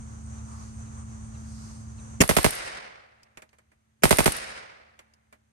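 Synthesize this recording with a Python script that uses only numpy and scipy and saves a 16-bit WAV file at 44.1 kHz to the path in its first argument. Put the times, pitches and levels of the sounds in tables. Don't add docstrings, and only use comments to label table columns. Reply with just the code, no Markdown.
import sys
import numpy as np
from scipy import signal
from scipy.fft import rfft, irfft, next_fast_len
from scipy.io import wavfile

SR = 44100
rng = np.random.default_rng(int(sys.argv[2]) if len(sys.argv) > 2 else 0)


def to_wav(s):
    ch = np.atleast_2d(s).T
    pcm = np.round(np.clip(ch, -1, 1) * 32767)
    wavfile.write(sys.argv[1], SR, pcm.astype(np.int16))


N = 243415
TIME = np.arange(N) / SR

# (f/Hz, level/dB)
MOTOR_LINES = [(74, -44), (110.3, -46.5), (126, -51.5), (220.7, -45)]
# (f/Hz, level/dB)
MOTOR_RUMBLE = [(20, -44.5), (35, -19.5), (55, 1.5), (90, 0.5), (135, -5), (175, -14), (250, -17),
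                (310, -18), (600, -46), (2000, -72.5)]
# (f/Hz, level/dB)
INSECT_SPECTRUM = [(100, -2.5), (350, 2), (700, 5.5), (1150, 6.5), (1800, -3.5), (3400, -12), (5300, -15.5),
                   (6100, 5), (7500, -4), (8600, -8), (10000, -15), (12000, -30), (16000, -32)]
# (t/s at the peak, width/s, level/dB)
GUSTS = [(.61, 0.11, -61), (1.63, 0.165, -56)]
CALM_DB = -68
# (f/Hz, level/dB)
LEAF_SPECTRUM = [(300, -21), (800, -3.5), (1200, 4.5), (1700, -4.5), (3400, -10.5), (4700, 5.5), (7000, 1),
                 (11000, -10.5), (16000, -27)]
# (t/s at the peak, width/s, level/dB)
FAR_SWELLS = [(.55, 0.092, -51.5), (1.0, .07, -55.5)]
# (f/Hz, level/dB)
FAR_TONE_SPECTRUM = [(500, -30), (950, -3), (1200, -1), (1450, -14), (2200, -30), (8000, -60)]
# (f/Hz, level/dB)
CRICKET_SPECTRUM = [(6000, -45), (8100, -13.5), (8550, 0), (9000, -14.5), (12000, -46.5)]
# (t/s, level/dB)
CHIRPS = [(.37, -67), (.85, -66), (1.334, -63), (1.971, -62)]
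UPPER_VOICE_HZ, LOWER_VOICE_HZ = 4600, 3000
CHIRP_FALL = .76

# (t/s, strength/dB)
SHOTS = [(2.218, 2), (2.2917, 4), (2.3665, 3.5), (2.4440, 3), (4.0349, 2.5), (4.1080, 2), (4.1854, 0.1),
         (4.2584, -0.04)]
BURST_ROUNDS = 4
CYCLE_S = .0773
LEAD_IN_S, LEAD_IN_DB = .0142, -6
BOLT_LEAD_S, BOLT_DB = 0.015, 11
LAST_BOLT_DB = 0.5
RESET_S, RESET_DB = .1055, 3
# (f/Hz, level/dB)
LEAD_IN_SPECTRUM = [(30, -6.5), (200, 13), (330, 4.5), (520, 7.5), (720, -12), (950, 0), (1400, -9),
                    (2300, -0.5), (3100, -6), (4100, -25), (5300, -7.5), (7000, -3), (8500, -18),
                    (16000, -16.5)]
# (f/Hz, level/dB)
BOLT_SPECTRUM = [(60, -14.5), (200, -2), (700, -4), (1800, -1.5), (5300, -4.5), (7700, -4), (9500, 6.5),
                 (12000, 1.5), (16000, -3)]

# (f/Hz, level/dB)
BLAST_SPECTRUM = [(25, -9.5), (50, -3.5), (120, 10), (200, 6), (400, 4), (620, 6), (1000, -6), (1900, -5),
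                  (4000, -17), (9000, -21.5), (16000, -24)]
# (f/Hz, level/dB)
SLAP_SPECTRUM = [(25, -16), (55, 4), (120, 6), (250, -5), (500, -3), (900, 0), (1600, -9), (3000, -14.5),
                 (8000, -27.5), (16000, -34.5)]
# (f/Hz, level/dB)
CRACKLE_SPECTRUM = [(40, -17), (300, 2), (900, 6), (2000, 4), (3500, -5.5), (6000, -5.5), (10000, -8),
                    (16000, -5)]
# (f/Hz, level/dB)
RATTLE_SPECTRUM = [(40, -4.5), (200, 7), (600, 9), (2000, 1.5), (4000, 0), (7000, -4), (10000, 0),
                   (16000, -3.5)]
# (f/Hz, level/dB)
FAR_PORT_SHADE = [(60, 2), (150, -2), (500, -3), (1500, -9), (5000, -9), (10000, 4)]
SLAP_DB, TREES_DB = 17, -2.5

# (f/Hz, level/dB)
TREE_SPECTRUM = [(25, -11), (50, -1), (110, -5), (290, -12.5), (520, -4), (1000, -6), (2100, -2),
                 (3300, -9.5), (5000, -6), (7500, -10), (10000, -2), (16000, -15.5)]
# (f/Hz, T60/s)
TREE_T60 = [(50, .6), (200, 1.2), (600, 1.74), (2000, 1.455), (5000, 1), (9000, 0.61), (15000, 0.23)]
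# (delay/s, width/s, level/dB)
STANDS = [(.125, 0.011, 4.5), (0.241, 0.045, 3), (.32, 0.02, 6.5), (.43, 0.22, 6)]

# (t/s, tick level/dB, tick f/Hz, knock level/dB)
CLICKS = [(3.2317, -16.5, 5030, -36), (3.3725, -8, 2420, -11), (3.4204, -11, 2300, -15.5),
          (3.491, -25, 4500, -40), (3.53, -34, 2200, -25), (3.585, -26.5, 8400, -24.5),
          (3.717, -37, 2200, -28.5), (4.991, -10.5, 3120, -16.5), (5.137, -21, 5120, -47),
          (5.326, -22.5, 1990, -17)]
# (f/Hz, level/dB)
TICK_SPECTRUM = [(100, 7), (1200, -4), (2700, 5), (3800, -2), (5200, 0), (7000, 2.5), (9000, -8.5),
                 (16000, -6.5)]
# (f/Hz, level/dB)
KNOCK_SPECTRUM = [(60, -6), (300, -1.5), (570, 3), (1000, 0), (2000, 0), (3500, -15.5), (8000, -23),
                  (16000, -18)]
# (f/Hz, level/dB, T60/s)
METAL_MODES = [(626, -5, 0.2), (1880, -21, 0.062), (2100, 0, 0.055), (2340, 0, 0.097), (4540, -5, 0.056),
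               (7000, -6, 0.075), (8370, -5, 0.058)]
TICK_T60, KNOCK_T60, RING_DB = 0.034, .11, -8
TICK_RISE_DB, TICK_OCTAVES = 10, 0.25

# (f/Hz, side minus mid level/dB)
STEREO_WIDTH = [(50, -13.5), (130, -15), (250, -4.5), (500, 4), (1000, 6), (2000, 0), (4000, 0),
                (16000, -1)]
# (f/Hz, level/dB)
HISS_SPECTRUM = [(30, -16), (130, 8.5), (500, 0.5), (1800, 0), (3500, -7.5), (8000, -14.5), (11000, -15),
                 (16000, -20)]
# (f/Hz, level/dB)
MIC_RESPONSE = [(7200, -1.5), (8700, 4), (9700, 2), (10300, -7.5), (11000, 3.5), (12200, -2), (13600, -24),
                (15000, -18), (16000, -18.5)]
TOP_HZ = 16050


def amp(db):
    return 10 ** (np.asarray(db) / 20)


def unit(x):
    return x / np.sqrt(np.mean(x ** 2) + 1e-20)


def along(points, hz):
    f, v = np.transpose(points)
    return np.interp(np.log(hz + 1), np.log(f + 1), v)


def filtered(x, response):
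    n = x.shape[-1]
    m = next_fast_len(n + SR // 4)
    spectrum = rfft(x, m) * response(np.fft.rfftfreq(m, 1 / SR))
    return irfft(spectrum, m)[..., :n]


def noise(spectrum, size):
    m = next_fast_len(size, real=True)
    hz = np.fft.rfftfreq(m, 1 / SR)
    angle = np.arctan(amp(along(STEREO_WIDTH, hz)))
    gain = amp(along(spectrum, hz)) * np.array([np.cos(angle), np.sin(angle)])
    white = rng.standard_normal((2, m))
    mid, side = irfft(rfft(white) * gain, m)[:, :size]
    return unit(np.array([mid + side, mid - side]))


def wobble(rate, size):
    knots = rng.standard_normal(int(size * rate / SR) + 2)
    return np.interp(TIME[:size] * rate, np.arange(len(knots)), knots)


def swells(rows):
    return sum(amp(db) * np.exp(-((TIME - s) / width) ** 2) for s, width, db in rows)


def add(track, s, sound):
    part = track[:, round(s * SR):][:, :sound.shape[-1]]
    part += sound[..., :part.shape[-1]]


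def pan(right_db):
    return amp([[-right_db / 2], [right_db / 2]])


def noise_burst(spectrum, t60, attack, size=7200):
    t = TIME[:size]
    rise = 1 - np.exp(-t / attack)
    decay = amp(-60 * t / t60)
    taper = 1 - (t / t[-1]) ** 2
    return noise(spectrum, size=size) * decay * rise * taper


def shock(spectrum, lag, corner_hz, turn, spread, size=8192):
    hz = np.fft.rfftfreq(size, 1 / SR)
    phase = turn - 2 * np.pi * lag * corner_hz * np.log1p(hz / corner_hz)
    near = amp(along(spectrum, hz)) * np.exp(1j * phase)
    far = near * amp(along(FAR_PORT_SHADE, hz)) * np.exp(1j * spread)
    pulse = irfft(np.array([far, near]))[:, :size // 2]
    return pulse / np.sqrt(np.sum(pulse ** 2) / (SR / 100))


def background(port_delay=0.00061):
    hum = np.zeros(N)
    for hz, db in MOTOR_LINES:
        level = amp(db + 1.3 * wobble(6.7, size=N)) * np.sqrt(2)
        hum += level * np.sin(2 * np.pi * hz * TIME + .3 * wobble(3.5, size=N))
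    hum = np.array([hum, np.interp(TIME - port_delay, TIME, hum)])
    rumble = amp(-44.5) * noise(MOTOR_RUMBLE, size=N)
    insects = amp(-51.5 + 1.4 * wobble(21, size=N)) * noise(INSECT_SPECTRUM, size=N)
    leaves = (amp(CALM_DB) + swells(GUSTS)) * noise(LEAF_SPECTRUM, size=N)
    far_tone = swells(FAR_SWELLS) * noise(FAR_TONE_SPECTRUM, size=N)
    return (hum + rumble) * pan(.8) + (insects + leaves + far_tone) * pan(0.9)


def cricket(rate=4.0, first_s=.015, db=-64):
    chirping = np.cos(np.pi * rate * (TIME - first_s)) ** 4
    return amp(db) * chirping * noise(CRICKET_SPECTRUM, size=N)


def bird(length=0.041, waver=0.043):
    out = np.zeros((2, N))
    u = np.linspace(0, 1, round(length * SR))
    for s, db in CHIRPS:
        for start_hz in (UPPER_VOICE_HZ, LOWER_VOICE_HZ):
            pitch = start_hz * CHIRP_FALL ** u * (1 + waver * wobble(265, size=len(u)))
            whistle = np.sin(2 * np.pi * np.cumsum(pitch) / SR)
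            add(out, s, amp(db) * np.sin(np.pi * u) * whistle)
    return out


def action():
    out = np.zeros((2, N))
    for rounds in np.reshape([s for s, _ in SHOTS], (-1, BURST_ROUNDS)):
        lead_in = noise_burst(LEAD_IN_SPECTRUM, t60=0.66, attack=0.0033)
        add(out, rounds[0] - LEAD_IN_S, amp(LEAD_IN_DB) * lead_in)
        cycles = [(s, 0) for s in rounds[1:]] + [(rounds[-1] + CYCLE_S, LAST_BOLT_DB)]
        for cycle_end, extra_db in cycles:
            bolt = noise_burst(BOLT_SPECTRUM, t60=0.026, attack=0.0003)
            add(out, cycle_end - BOLT_LEAD_S, amp(BOLT_DB + extra_db) * bolt)
        reset = noise_burst(BOLT_SPECTRUM, t60=0.045, attack=0.0011)
        add(out, rounds[-1] + RESET_S, amp(RESET_DB) * reset)
    return out


def blasts(ground_delay=.0048, slap_delay=.0192, stray_db=4, stray_spread=0.022):
    out = np.zeros((2, N))
    slap = shock(SLAP_SPECTRUM, lag=0.018, corner_hz=92, turn=0.71, spread=2.13)
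    scatter = noise_burst(CRACKLE_SPECTRUM, t60=0.12, attack=0.0016)
    for s, db in SHOTS:
        turn = 1.6 + rng.normal(0, 0.92)
        pulse = shock(BLAST_SPECTRUM, lag=.021, corner_hz=102.8, turn=turn, spread=1.75)
        crack = noise_burst(CRACKLE_SPECTRUM, t60=0.036, attack=0.00045) * pan(15.0)
        add(out, s, amp(db + 19.0) * pulse)
        add(out, s + ground_delay, amp(db + 16.5) * pulse)
        add(out, s + slap_delay, amp(db + SLAP_DB) * slap)
        for late in rng.random(3):
            add(out, s + slap_delay + late * stray_spread, amp(db + stray_db - 10 * late) * slap)
        add(out, s - .0005, amp(db + 15.0) * crack)
        add(out, s + ground_delay, amp(db + 11) * crack)
        add(out, s, amp(db + 13.0) * scatter * pan(2.7))
        rattle = noise_burst(RATTLE_SPECTRUM, t60=0.2, attack=0.0023)
        add(out, s, amp(db + 11.5) * rattle * pan(1.5))
    return out


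def trees(far_db=-42, far_t60=3, patchy_db=2.5, rise=0.06, size=72000):
    hz, t, z = signal.stft(noise(TREE_SPECTRUM, size=size), SR, nperseg=256)
    near = amp(-60 * t / along(TREE_T60, hz)[:, None])
    far = amp(far_db - 60 * t / far_t60) / (1 + (hz[:, None] / 3000) ** 2)
    stands_db = sum(db * np.exp(-((t - delay) / width) ** 2) for delay, width, db in STANDS)
    swell = amp(stands_db) * (1 - np.exp(-t / rise))
    echo = signal.istft(z * (near + far) * swell, SR, nperseg=256)[1][:, :size]
    out = np.zeros((2, N))
    for s, db in SHOTS:
        patches = patchy_db * wobble(140, size=size)
        add(out, s, amp(db + TREES_DB + patches) * echo)
    return out * pan(1)


def metal_ring(t):
    ring = 0
    for hz, db, t60 in METAL_MODES:
        decay = amp(db + rng.normal(0, 1.4) - 60 * t / t60)
        ring = ring + decay * np.sin(2 * np.pi * hz * t + np.array([[0], [2.3]]))
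    return ring


def clicks():
    out = np.zeros((2, N))
    for s, tick_db, tick_hz, knock_db in CLICKS:
        def resonance(hz):
            octaves = np.log2((hz + 1) / tick_hz)
            return amp(TICK_RISE_DB * (np.exp(-(octaves / TICK_OCTAVES) ** 2) - .4))

        ring = metal_ring(TIME[:SR // 10])
        tick = filtered(noise_burst(TICK_SPECTRUM, t60=TICK_T60, attack=0.00026), resonance)
        knock = noise_burst(KNOCK_SPECTRUM, t60=KNOCK_T60, attack=0.0012)
        add(out, s, amp(tick_db) * tick)
        add(out, s, amp(knock_db) * knock)
        add(out, s, amp(knock_db + RING_DB) * ring)
    return out * pan(2.8)


def scene():
    return background() + cricket() + bird() + action() + blasts() + trees() + clicks()


def record(dry, threshold_db=3.0, depth_db=30, slope=1.2, overshoot=0.27,
           bite_s=0.0067, settle_s=0.22, top=0.71):
    peak_db = 20 * np.log10(np.maximum.accumulate(np.abs(dry).max(axis=0)) + 1e-9)
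    cut_db = np.clip(slope * (peak_db - threshold_db), 0, depth_db)
    dip = np.exp(-TIME / settle_s) * (1 - np.exp(-TIME / bite_s))
    dip_db = overshoot * signal.fftconvolve(np.diff(cut_db, prepend=0), dip)[:N]
    controlled = dry * amp(-cut_db - dip_db)
    hiss = amp(-75.0) * noise(HISS_SPECTRUM, size=N)
    coloured = filtered(controlled + hiss, lambda hz: amp(along(MIC_RESPONSE, hz)))
    clipped = coloured / (1 + (coloured / top) ** 4) ** (1 / 4)
    return filtered(clipped, lambda hz: np.clip((TOP_HZ - hz) / 300 + .5, 0, 1))


dry = scene()
out = record(dry)
to_wav(out)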